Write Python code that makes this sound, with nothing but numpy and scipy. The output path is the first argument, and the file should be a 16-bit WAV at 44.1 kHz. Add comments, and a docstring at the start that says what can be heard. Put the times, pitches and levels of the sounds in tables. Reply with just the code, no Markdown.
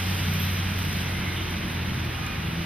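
"""Slow traffic on a wet street

A rain-soaked city street in stereo, from far to near. Far off lie low rumble, knocks and tyre noise, all
coloured noise or damped tones. Engines drone as sums of sines on a firing rate; one picks up at the end.
Faint whines are wavering sines and a brake squeals thin and high as a juddering one. Closest, the passing
car fades: its tyre hiss is flickering noise, its spray thousands of random clicks, with splashes on top.
"""
import sys
import numpy as np
from scipy import signal
from scipy.fft import rfft, irfft
from scipy.io import wavfile

SR = 44100
rng = np.random.default_rng(int(sys.argv[2]) if len(sys.argv) > 2 else 0)


def output_pcm(signal):
    """Save a mono or channel-first signal as 16-bit PCM at the path in sys.argv[1].

    Samples are clipped to [-1, 1] before scaling.
    """
    pcm = np.clip(np.atleast_2d(signal).T, -1, 1) * 32767
    wavfile.write(sys.argv[1], SR, np.round(pcm).astype(np.int16))


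N = 116865
T = np.arange(N) / SR
HZ = np.maximum(np.fft.rfftfreq(N, 1 / SR), 1)

# Colours below are relative (dB per Hz): every noise is brought to rms 1 before its level is set.
# Stereo width of the noises: columns f/Hz, left-right likeness (-1 to 1)
STEREO_LIKENESS = [(60, .998), (110, .99), (200, .97), (340, .8), (500, .5), (680, .15), (1100, .23),
                   (1800, .6), (3100, .94), (3700, .68), (4450, -.45), (5000, .5), (5450, -.66),
                   (5900, -.72), (6250, -.9), (7000, -.93), (7700, -.85), (8400, -.5), (9250, -.55),
                   (10300, .74), (11600, .55), (12500, .12), (13700, .15), (14300, .58), (15000, .2)]
# Stereo balance of the noises: columns f/Hz, left over right/dB
STEREO_BALANCE = [(100, .1), (300, .6), (700, -2.2), (1500, -3.3), (2500, -.9), (4000, -.4), (5700, -2.7),
                  (6500, -.3), (7700, 0), (9050, -3.8), (9700, -.8), (11500, -4.5), (13500, -5.3),
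                  (14500, -2.8)]
# Stereo phase of the noises: columns f/Hz, phase by which the left leads/rad
STEREO_LEAD = [(60, 0), (200, -.08), (450, -.4), (850, 0), (3100, -.02), (3900, -.45), (4400, 0),
               (4900, -.45), (5400, 0), (8300, 0), (9200, -.6), (9650, 0), (10000, .55), (10700, 0),
               (12000, -.4), (13000, 0)]
CUTOFF_HZ = 15080

# Rumble of the whole street, colour: columns f/Hz, density/dB
RUMBLE_COLOUR = [(20, -14), (38, -4.5), (58, 0.5), (100, -0.5), (135, -1), (200, -0.5), (260, -6.5),
                 (340, -12), (450, -19), (800, -77)]
# Rumble over time: columns t/s, level/dB
RUMBLE_LEVEL = [(0, -34.5), (.4, -34.5), (1.1, -34), (1.5, -34.5), (2.1, -33.5), (2.65, -36)]
# Passing swell in the low mids, colour: columns f/Hz, density/dB
SWELL_COLOUR = [(180, -15), (250, 1), (320, 16.5), (390, 3), (480, -29)]
# Swell over time: columns t/s, level/dB
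SWELL_LEVEL = [(0, -68), (.7, -61), (1.0, -50), (1.45, -44.5), (1.9, -49.5), (2.65, -47)]
# Low knocks: columns t/s, envelope peak/dB
KNOCKS = [(1.874, -38), (2.006, -27), (2.054, -33), (2.477, -23)]
KNOCK_HZ, KNOCK_RISE_S = 123, 0.0049
# Far tyres, colour: columns f/Hz, density/dB
FAR_COLOUR = [(200, -8.5), (400, -0.5), (650, -0.5), (850, 1), (1100, 0.5), (1600, 0.5), (2500, -0.5),
              (3200, -6), (4300, -8), (6000, -28.5), (7300, -27.5), (9000, -29.5), (15000, -21.5)]
FAR_DB = -36.5
# Faint whines and drones of other vehicles: columns centre t/s, half length/s, f/Hz, waver/Hz, peak/dB
WHINE_TONES = [(2.23, .11, 1236, 6, -44), (1.33, .15, 1236, 7, -49), (.55, .2, 1236, 6, -51),
               (.5, .3, 2455, 25, -49), (.9, 1.0, 2072, 40, -53), (1.42, .07, 359, 5, -40),
               (1.62, .05, 381, 6, -47), (1.6, .5, 312, 3, -48), (.76, .07, 203, 3, -37),
               (.96, .09, 181, 2, -34), (1.62, .07, 224, 3, -40), (2.22, .11, 785, 14, -48)]

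# Main engine slowing down: columns t/s, firing rate f/Hz, level/dB
MAIN_ENGINE = [(0, 92.4, -30), (.38, 92.2, -28), (.72, 92.8, -30), (.95, 90.4, -32.5), (1.25, 91, -32.5),
               (1.6, 88.1, -35.5), (1.88, 88.15, -34.5), (2.12, 84.53, -38), (2.65, 83.5, -40.5)]
# Its partials: columns multiple of the firing rate, relative level/dB
MAIN_ORDERS = [(1, 0), (1.501, -23), (2, -8.5), (2.25, -22)]
# Second engine easing off: columns t/s, firing rate f/Hz, level/dB
COASTING_ENGINE = [(0, 150.8, -47), (.35, 150.2, -33), (.65, 148, -45), (.85, 142, -39), (1.1, 137.7, -39),
                   (1.5, 130, -44), (2.05, 128.3, -35.5), (2.3, 120.7, -41.5), (2.65, 113.4, -42.5)]
# Its partials: columns multiple of the firing rate, relative level/dB
COASTING_ORDERS = [(1, 0.5), (1.5, -11), (2.75, -23)]
# Engine picking up: columns t/s, firing rate f/Hz, level/dB
PULLING_ENGINE = [(2.0, 128, -58), (2.23, 136, -45), (2.34, 156, -44), (2.45, 165, -31.5),
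                  (2.56, 166, -30.5), (2.65, 168, -31.5)]
# Its partials: columns multiple of the firing rate, relative level/dB
PULLING_ORDERS = [(1, -1), (1.5, -19), (2, -20)]
ENGINE_LAG_S = .00007  # later on the left
ENGINE_ECHO_DB, ECHO_DECAY_S = -29, .05

# Brake squeal: columns t/s, level/dB
SQUEAL_LEVEL = [(.232, -62), (.245, -53), (.29, -53), (.355, -46), (.38, -55), (.4, -39.5), (.46, -43.5),
                (.48, -50), (.572, -51), (.6, -70)]
SQUEAL_HZ, SQUEAL_WAVER_HZ = 12795, 24
JUDDER_HZ, JUDDER_DEPTH = 56, 0.48
# Pitched rubbing of treads and brakes: columns centre t/s, half length/s, f/Hz, width/octaves, level/dB
RUBBING_BANDS = [(0.434, .13, 5770, .04, -58), (1.245, 0.13, 2090, 0.063, -41.5),
                 (1.249, 0.37, 1540, 0.091, -51.5), (1.382, .05, 3610, .008, -49),
                 (1.47, 0.14, 3170, 0.01, -48), (2.28, 0.13, 2450, .025, -44),
                 (2.3, 0.19, 2850, 0.056, -47), (2.25, .08, 1700, 0.022, -47)]
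# White noise that the rubbing is cut from: columns f/Hz, density/dB
WHITE_COLOUR = [(100, 0), (15000, 0)]

# Single splashes: columns t/s, level/dB, left over right/dB, centre f/Hz, width/octaves
SPLASH_EVENTS = [(.166, -39, 0, 13000, .5), (.338, -35, 0, 11000, .35), (.787, -29, -1, 14500, .25),
                 (.83, -39, 0, 13000, .5), (.929, -33, 0, 13000, .8), (1.199, -42, 0, 12500, .5),
                 (1.507, -38, -1, 11500, .2), (1.683, -41, 0, 10300, .25), (2.265, -34.5, 5, 11000, .7)]
# Noise that the splashes are cut from: columns f/Hz, density/dB
SPLASH_COLOUR = [(2000, 0), (5800, 11), (7200, 5), (8500, -7), (15000, -4.5)]
SPLASH_ATTACK_S, SPLASH_DECAY_S = 0.00075, 0.0028
# Swish through a puddle, colour: columns f/Hz, density/dB
PUDDLE_COLOUR = [(2000, -27), (2900, 7), (3550, 1), (4300, -11), (6000, -41)]
PUDDLE_S, PUDDLE_HALF_S, PUDDLE_DB = 1.39, 0.029, -39.5
# Droplets thrown off the near tread, colour: columns f/Hz, density/dB
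SPRAY_COLOUR = [(1000, 9.5), (3000, 12.5), (5800, 8.5), (7200, 0), (8500, 5.5), (11000, -1), (13500, 6),
                (15000, 1)]
# Spray over time: columns t/s, level/dB
SPRAY_LEVEL = [(0, -36.5), (.4, -42), (.65, -44), (1, -39.5), (1.35, -64), (2, -54), (2.65, -60)]
DROPS_PER_S, DROP_SPREAD_DB, CLUMP_DB = 6000, 4.2, 1.3
# Near tyres on the water film, colour: columns f/Hz, density/dB
HISS_COLOUR = [(300, -4), (700, -9.5), (1100, -8.5), (1500, -0.5), (2100, 1), (3100, 2), (3900, -2.5),
               (4600, -8.5), (4950, -6), (5300, -9), (5900, -3), (6600, -14), (7250, -27), (8500, -13),
               (10500, -14), (15000, -16.5)]
# Near tyres over time: columns t/s, level/dB
HISS_LEVEL = [(0, -35), (.35, -33.5), (.75, -35.5), (1.2, -36.5), (1.6, -37.5), (2.1, -39), (2.65, -40)]
FLICKER_DB = .5
PATCH_DB, PATCHES_PER_S, PATCH_LOW_HZ, PATCH_HIGH_HZ = .9, 14, 1000, 8000


def from_db(db):
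    """Decibels to gain."""
    return 10 ** (np.asarray(db) / 20)


def rms_one(x):
    """Scale to unit power."""
    return x / np.sqrt(np.mean(x ** 2) + 1e-20)


def in_time(rows):
    """Each column of a curve, after its time column, at every sample."""
    s, *columns = np.transpose(rows)
    return [np.interp(T, s, column) for column in columns]


def gain_in_time(rows):
    """Gain at every sample from a level curve."""
    return from_db(in_time(rows)[0])


def at_hz(points):
    """A spectrum table at every frequency, joined along log frequency."""
    hz, value = np.transpose(points)
    return np.interp(np.log(HZ), np.log(hz), value)


def pan(db):
    """Left and right gains for a level difference; positive is louder on the left."""
    return from_db(np.array([[.5], [-.5]]) * db)


def drift(rate_hz):
    """Slow random wander of spread 1, weakening above the given rate."""
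    return rms_one(irfft(rfft(rng.standard_normal(N)) / (1 + (HZ / rate_hz) ** 2), N))


def swell(s, half_s):
    """A smooth bell-shaped rise and fall around a moment."""
    return np.exp(-((T - s) / half_s) ** 2 / 2)


def around(x, hz, octaves):
    """Keep a bell-shaped band around a pitch."""
    bell = np.exp(-(np.log2(HZ / hz) / octaves) ** 2 / 2)
    return irfft(rfft(x) * bell, N)


def spread(two_signals, colour):
    """Colour two unrelated signals and mix them to the stereo likeness, phase and balance; rms 1."""
    a, b = rfft(two_signals)
    alike = at_hz(STEREO_LIKENESS)
    both = np.sqrt(1 + alike) * a + np.sqrt(1 - alike) * b * [[1], [-1]]
    turn = np.exp(1j * at_hz(STEREO_LEAD) * [[.5], [-.5]])
    gains = from_db(at_hz(colour)) * pan(at_hz(STEREO_BALANCE))
    return rms_one(irfft(both * turn * gains, N))


def wash(colour):
    """Smooth stereo noise of a given colour."""
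    return spread(rng.standard_normal((2, N)), colour)


def rumble():
    """Low noise of the whole street, with a passing swell in the low mids."""
    steady = gain_in_time(RUMBLE_LEVEL) * wash(RUMBLE_COLOUR)
    passing = gain_in_time(SWELL_LEVEL) * wash(SWELL_COLOUR)
    return steady + passing


def knocks():
    """Soft low knocks in the rumble: a tone that rises quickly and dies within a few cycles."""
    out = np.zeros(N)
    for s, db in KNOCKS:
        age = np.maximum(T - s, 0)
        envelope = age / KNOCK_RISE_S * np.exp(1 - age / KNOCK_RISE_S)
        out += from_db(db) * envelope * np.sin(2 * np.pi * KNOCK_HZ * age)
    return out


def far_tyres():
    """Steady broad noise of far tyres."""
    return from_db(FAR_DB) * wash(FAR_COLOUR)


def whines():
    """Narrow, wavering tones of other vehicles that swell and fade."""
    out = np.zeros(N)
    for s, half_s, hz, waver_hz, db in WHINE_TONES:
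        phase = 2 * np.pi * np.cumsum(hz + waver_hz * drift(33.3)) / SR
        out += from_db(db) * swell(s, half_s) * np.sin(phase)
    return out


def engine(curve, orders, wobble, flutter_db):
    """Exhaust partials on a slightly unsteady firing rate, each fluttering by itself."""
    hz, db = in_time(curve)
    phase = 2 * np.pi * np.cumsum(hz * (1 + wobble * drift(9.8))) / SR
    partials = np.zeros(N)
    for order, level_db in orders:
        gain = from_db(level_db + flutter_db * drift(12.0))
        start = 2 * np.pi * rng.random()
        partials += gain * np.sqrt(2) * np.sin(order * phase + start)
    return from_db(db) * partials


def echo(x):
    """Scattered reflections from the buildings: decaying noise, different on each side."""
    t = T[:SR // 3]
    tail = rng.standard_normal((2, len(t))) * np.exp(-t / ECHO_DECAY_S)
    tail = tail / np.sqrt(np.sum(tail ** 2, axis=1, keepdims=True))
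    return signal.fftconvolve(x[None], tail, axes=1)[:, :N]


def engines_and_rumble():
    """Three near engines with echo over the rumble, all a little later on the left."""
    near = engine(MAIN_ENGINE, MAIN_ORDERS, wobble=0.0054, flutter_db=0.5)
    near += engine(COASTING_ENGINE, COASTING_ORDERS, wobble=0.0067, flutter_db=1.0)
    near += engine(PULLING_ENGINE, PULLING_ORDERS, wobble=.003, flutter_db=0.3)
    left, right = near + from_db(ENGINE_ECHO_DB) * echo(near) + rumble()
    return np.array([np.interp(T - ENGINE_LAG_S, T, left), right])


def brake():
    """One thin squeal of nearly steady pitch, right of centre, as the pad judders."""
    hz = SQUEAL_HZ + SQUEAL_WAVER_HZ * drift(60)
    tone = np.sqrt(2) * np.sin(2 * np.pi * np.cumsum(hz) / SR)
    judder = 1 + JUDDER_DEPTH * np.sin(2 * np.pi * JUDDER_HZ * T + drift(17))
    rubbing = (T > SQUEAL_LEVEL[0][0]) & (T < SQUEAL_LEVEL[-1][0])
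    return pan(-5) * gain_in_time(SQUEAL_LEVEL) * rubbing * judder * tone


def rubbing_treads_and_pads():
    """Narrow bands of hiss that swell and fade as treads and brake pads rub."""
    white = wash(WHITE_COLOUR)
    out = np.zeros((2, N))
    for s, half_s, hz, octaves, db in RUBBING_BANDS:
        out += from_db(db) * swell(s, half_s) * rms_one(around(white, hz, octaves))
    return out


def splashes():
    """Short noise bursts that stand out of the spray, each with its own brightness."""
    out, fizz = np.zeros((2, N)), wash(SPLASH_COLOUR)
    for s, db, side_db, hz, octaves in SPLASH_EVENTS:
        burst = np.exp(-np.abs(T - s) / np.where(T < s, SPLASH_ATTACK_S, SPLASH_DECAY_S))
        out += from_db(db) * pan(side_db) * burst * rms_one(around(fizz, hz, octaves))
    return out


def puddle():
    """One short swish of noise through a puddle."""
    return from_db(PUDDLE_DB) * swell(PUDDLE_S, PUDDLE_HALF_S) * wash(PUDDLE_COLOUR)


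def spray():
    """Thousands of tiny drop impacts of uneven size, their level swelling in clumps."""
    size_db = DROP_SPREAD_DB * np.minimum(rng.exponential(1, (2, N)), 4.5)
    sizes = from_db(size_db) * rng.choice([-1, 1], (2, N))
    drops = sizes * (rng.random((2, N)) < DROPS_PER_S / SR)
    clumps = from_db(CLUMP_DB * drift(25))
    return gain_in_time(SPRAY_LEVEL) * clumps * spread(drops, SPRAY_COLOUR)


def patchy(x):
    """Let every half octave in the patch range rise and fall by itself; rms 1."""
    step = 2 * np.log2(np.clip(HZ, PATCH_LOW_HZ, PATCH_HIGH_HZ) / PATCH_LOW_HZ)
    whole = rfft(x)
    out = np.zeros((2, N))
    for k in range(int(step.max()) + 2):
        band = irfft(whole * np.maximum(1 - np.abs(step - k), 0), N)  # overlapping triangles
        out += band * from_db(PATCH_DB * drift(PATCHES_PER_S))
    return rms_one(out)


def near_tyres():
    """Hiss of the nearest car's tyres, flickering in patches with the uneven water film."""
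    flicker = from_db(FLICKER_DB * drift(23))
    return gain_in_time(HISS_LEVEL) * flicker * patchy(wash(HISS_COLOUR))


def scene():
    """The wet street, from the far rumble to the nearest car."""
    background = engines_and_rumble() + knocks() + far_tyres() + whines()
    rubbing = brake() + rubbing_treads_and_pads()
    water = splashes() + puddle() + spray() + near_tyres()
    return background + rubbing + water


def record(dry):
    """Cut the top steeply above the cutoff."""
    return irfft(rfft(dry) / np.sqrt(1 + (HZ / CUTOFF_HZ) ** 300), N)


dry = scene()
out = record(dry)
output_pcm(out)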